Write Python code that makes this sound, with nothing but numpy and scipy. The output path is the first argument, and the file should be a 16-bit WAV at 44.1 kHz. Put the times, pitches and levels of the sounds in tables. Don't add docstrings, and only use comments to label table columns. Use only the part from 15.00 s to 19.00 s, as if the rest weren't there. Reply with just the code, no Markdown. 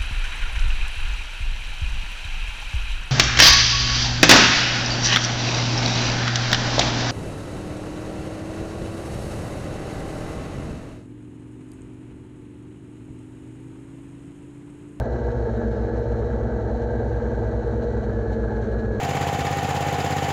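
import sys
import numpy as np
from scipy import signal
from scipy.fft import rfft, irfft
from scipy.io import wavfile
from scipy.ndimage import uniform_filter1d, minimum_filter1d

SR = 44100
rng = np.random.default_rng(int(sys.argv[2]) if len(sys.argv) > 2 else 0)


def put_to_file(sound):
    columns = np.atleast_2d(sound).T
    safe = np.clip(columns, -1, 1)
    whole_steps = np.round(safe * 32767)
    wavfile.write(sys.argv[1], SR, whole_steps.astype(np.int16))


N = 176400


def undb(db):
    return 10 ** (np.asarray(db) / 20)


def curve(table, column=1):
    rows = np.array(table, float)
    return np.interp(np.arange(N) / SR, rows[:, 0], rows[:, column])


def wander(per_s):
    freqs = np.fft.rfftfreq(N, 1 / SR)
    wiggle = irfft(rfft(rng.standard_normal(N)) * np.exp(-(2 * freqs / per_s) ** 2), N)
    return wiggle / wiggle.std()


def colour(noise, spectrum):
    hz, db = np.array(spectrum, float).T
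    freqs = np.maximum(np.fft.rfftfreq(N, 1 / SR), 1)
    gain = undb(np.interp(np.log(freqs), np.log(hz), db))
    return irfft(rfft(noise) * gain, N) * np.sqrt(SR / 2)


def band_gain(sound, db, hz, width_hz):
    freqs = np.fft.rfftfreq(N, 1 / SR)
    band = irfft(rfft(sound) * np.exp(-((freqs - hz) / width_hz) ** 2), N)
    return sound + (undb(db) - 1) * band


def turn(hz, jitter=0.001578):
    speed = hz * (1 + jitter * wander(25.5))
    return 2 * np.pi * (rng.random() + np.cumsum(speed) / SR)


def tone(angle, db):
    return np.sqrt(2) * undb(db) * np.sin(angle + 2 * np.pi * rng.random())


def ticks(fade_s=.00004):
    # (time [s], peak level [dB])
    clicks = [(.993, -39), (1.825, -45.5), (2.678, -39)]
    t = np.arange(N) / SR
    return sum(undb(db) * (t >= at) * np.exp(-abs(t - at) / fade_s) for at, db in clicks)


def surges(width_s=0.013):
    # (time [s], level change of the spray [dB])
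    bumps = [(.09, -4), (.54, 2.5), (.72, 2.5), (.785, 2.5), (.915, -3.5), (1.12, 3.5), (1.19, 3.5),
             (1.825, 3), (2.835, 5), (2.98, 2.5), (3.04, 3.5), (3.25, -2.5), (3.335, 7), (3.569, 2.5),
             (3.635, 6), (3.72, 2.5), (3.799, 4.5), (3.9, -4)]
    t = np.arange(N) / SR
    return sum(db * np.exp(-((t - at) / width_s) ** 2) for at, db in bumps)


def spray(chop):
    # (frequency [Hz], level [dB per Hz])
    spectrum = [(900, -115), (2200, -92), (2700, -101), (3050, -95.5), (3500, -99), (3750, -99),
                (3870, -92.5), (4030, -92.5), (4300, -93.5), (4720, -105), (5120, -108), (5300, -103),
                (5600, -104), (5900, -99), (6200, -100.5), (6500, -99.5), (7200, -104), (7800, -111),
                (8700, -112), (10300, -127), (11300, -133), (12600, -123), (13600, -133), (16000, -140)]
    # (time [s], level change [dB])
    drift = [(0, 0.5), (.7, 0), (1.5, -1), (2.3, 0.5), (3.1, -0.25), (4, -0.5)]
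    flicker_db = 0.67 * wander(74)
    droplet_db = -wander(2000)
    gain = undb(flicker_db + droplet_db + surges() + curve(drift))
    return colour(rng.standard_normal(N) * gain * (1 + 0.35 * chop), spectrum)


def downwash(chop):
    # (frequency [Hz], level [dB per Hz])
    spectrum = [(15, -75.5), (36, -69.5), (52, -58), (80, -56), (125, -59.5), (165, -69.5), (195, -61),
                (228, -55.5), (292, -74), (335, -62), (388, -63), (460, -55), (540, -66.5), (660, -65.5),
                (790, -72), (850, -72), (920, -72.5), (1040, -81), (1130, -75.5), (1210, -81),
                (1320, -74.5), (1420, -77.5), (1600, -70), (1700, -75.5), (1840, -87), (2200, -94.5),
                (2700, -104), (5000, -125), (16000, -150)]
    gust = undb(1.8 * wander(90) + 0.4 * surges())
    return colour(rng.standard_normal(N) * gust * (1 + 0.49 * chop), spectrum)


def air_and_water(slow, middle, fast):
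    # (frequency [Hz], width [Hz], typical swing [dB])
    swells = [(1570, 33, 2.6), (4100, 100, 2.5)]
    chop = 0.35 * np.cos(2 * fast) + 0.11 * np.cos(2 * slow) + 0.15 * np.cos(2 * middle)
    noise = downwash(chop) + spray(chop)
    for hz, width_hz, swing_db in swells:
        noise = band_gain(noise, swing_db * wander(9.4), hz, width_hz)
    return noise


def whine(shaft_hz, db, overtones=(), poles=28, wobble=.002, flutter_db=2):
    angle = poles * turn(shaft_hz * (1 + wobble * wander(9)))
    level_db = db + flutter_db * wander(13)
    whistle = tone(angle, level_db)
    return whistle + sum(tone(round(k) * angle, level_db + offset) for k, offset in overtones)


def motors(slow_hz, middle_hz, fast_hz, fastest_hz):
    # (time [s], fast motor level [dB], fastest motor level [dB])
    levels = [(0, -65, -60), (.52, -62, -61), (.62, -51, -62), (.88, -51.5, -62), (1.0, -60, -62),
              (1.35, -63, -61), (2.2, -64, -62), (3.08, -62, -62), (3.16, -48, -63), (3.55, -48, -64),
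              (4, -47.5, -63)]
    # (multiple of its pitch, level next to its whine [dB])
    overtones = [(2, -18), (3, -24), (5, -35)]
    # (time [s], level [dB])
    triple_level = [(0, -78), (1.2, -78), (1.7, -88), (4, -92)]
    # (time [s], level [dB])
    double_level = [(0, -78), (.45, -78), (.56, -68), (.68, -79), (1.12, -78), (1.25, -67), (1.4, -79),
                    (1.68, -79), (1.8, -68), (1.95, -77), (2.75, -76), (3.2, -80), (4, -82)]
    high = whine(3 * fast_hz, curve(triple_level)) + whine(2 * fastest_hz, curve(double_level))
    steady = whine(slow_hz, db=-61) + whine(middle_hz, db=-57.5)
    changing = whine(fast_hz, curve(levels, 1)) + whine(fastest_hz, curve(levels, 2), overtones)
    return high + steady + changing


def boom_and_hum(roar):
    # (time [s], level change [dB])
    boom = [(0, -0.5), (.35, -6.5), (.56, 4.5), (.64, 4), (.72, 8.5), (.82, 2), (1.0, -0.5), (1.5, 3),
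            (2.0, 1), (2.5, 1), (3.0, 2.5), (3.35, 3.5), (3.75, 5.5), (4, 1)]
    # (time [s], level change [dB])
    hum = [(0, -3), (.4, 0), (.8, 1), (1.5, 0), (2.2, -0.5), (2.8, .5), (3.4, 0), (4, 0)]
    roar = band_gain(roar, curve(boom), hz=217, width_hz=22)
    return band_gain(roar, curve(hum), hz=460, width_hz=83)


def blade_rasp(roar, slow, fast):
    # (time [s], level change [dB])
    drift = [(0, 2.5), (.6, -0.5), (1.2, -1), (1.9, 2), (2.5, 1), (3.1, -1), (3.6, -1), (4, -4.5)]
    throb_db = 2.5 * np.cos(2 * (fast - slow))
    pulse_db = 1.3 * np.cos(fast)
    return band_gain(roar, curve(drift) + throb_db + pulse_db + .3 * surges(), hz=760, width_hz=200)


def rotor(angle, tones_db):
    flutter_db = 1.1 * wander(13)
    sound = np.zeros(N)
    for multiple, db in enumerate(tones_db, start=1):
        own_flutter_db = np.roll(flutter_db, rng.integers(N))
        sound += tone(multiple * angle, db + min(multiple / 5, 1) * own_flutter_db)
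    return sound


def far_rotors(near_speeds, drift=0.00786):
    # (average shaft speed [Hz], level change [dB])
    rotors = [(45.2, -9.5), (51.3, -5.5), (55.6, -0.5), (60.3, -9.5)]
    tones_db = [-53.5, -43, -65.5, -48, -59, -60, -58.5, -43, -50, -48.5, -52, -54, -58, -60, -59, -64]
    throttle = np.mean([hz / hz.mean() for hz in near_speeds], axis=0)
    sound = np.zeros(N)
    for hz, db in rotors:
        speed = hz * throttle * (1 + drift * wander(2.896))
        sound += undb(db) * rotor(turn(speed), tones_db)
    return sound


def near_rotors(angles):
    # (slow [dB], middle [dB], fast [dB], fastest [dB])
    tones_db = [(-31.5, -43, -29.5, -54.5), (-32, -50, -37.5, -49), (-64.5, -69, -64.5, -49),
                (-41.5, -38, -53, -51), (-60, -62, -60, -52), (-40.5, -48.5, -54, -46.5),
                (-51.5, -48, -47, -40), (-49, -33.3, -49, -50.5), (-47, -51.5, -53.5, -57),
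                (-47, -50, -47.5, -57), (-45.5, -54, -59.5, -64), (-46.5, -54, -55.5, -67),
                (-57, -57.5, -58, -55), (-52, -55, -56, -65.5), (-56, -54, -64.5, -71.5),
                (-51, -70, -67, -64.5)]
    return sum(rotor(angle, db) for angle, db in zip(angles, np.array(tones_db).T))


def scene():
    # (time [s], shaft speed [Hz])
    slow_speed = [(0.0, 57.19), (0.35, 57.01), (0.7, 53.48), (1.1, 55.45), (1.55, 53.24), (2.0, 55.23),
                  (2.3, 54.14), (2.9, 53.88), (3.3, 52.3), (3.65, 53.89), (4.0, 51.86)]
    middle_speed = [(0.0, 60.67), (0.601, 57.96), (0.998, 58.89), (1.398, 59.19), (1.7, 58.49),
                    (2.053, 59.9), (2.399, 58.67), (2.951, 59.17), (3.302, 56.2), (3.598, 56.94),
                    (4.0, 55.53)]
    fast_speed = [(0.0, 64.49), (0.3, 64.02), (.52, 63), (.62, 60.9), (.79, 61.2), (.87, 60.6), (1.0, 62.1),
                  (1.3, 63.9), (1.65, 63.6), (2.1, 64.6), (2.45, 63.4), (3.03, 64.1), (3.15, 61.25),
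                  (3.24, 60.35), (3.3, 61.05), (3.43, 59.8), (3.53, 60.7), (3.6, 59.1), (3.75, 60),
                  (3.93, 60.2), (4.0, 59.2)]
    fastest_speed = [(0.0, 69.8), (0.23, 70.28), (0.45, 69.32), (0.529, 66.99), (0.619, 68.48),
                     (0.72, 66.78), (0.85, 69.11), (0.96, 68.15), (1.199, 69.62), (1.55, 70.09),
                     (1.63, 69.18), (1.868, 70.46), (1.97, 69.33), (2.149, 70.72), (2.849, 68.56),
                     (3.02, 70.25), (3.202, 66.98), (3.698, 66.63), (4.0, 67.8)]
    speeds = [curve(table) for table in (slow_speed, middle_speed, fast_speed, fastest_speed)]
    angles = [turn(hz) for hz in speeds]
    slow, middle, fast, _ = angles
    roar = near_rotors(angles) + far_rotors(speeds) + air_and_water(slow, middle, fast)
    roar = boom_and_hum(roar)
    roar = blade_rasp(roar, slow, fast)
    return (roar + motors(*speeds) + ticks())[None]


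def record(dry):
    limit_db, hold_s, top_hz = -14.3, .012, 15700
    hold = int(hold_s * SR)
    gain = np.minimum(1, undb(limit_db) / (abs(dry) + 1e-9))
    gain = minimum_filter1d(gain, hold)
    gain = uniform_filter1d(uniform_filter1d(gain, hold // 2), hold // 2)
    treble_cut = signal.ellip(8, .2, 70, top_hz, fs=SR, output="sos")
    return signal.sosfilt(treble_cut, dry * gain)


dry = scene()
out = record(dry)
put_to_file(out)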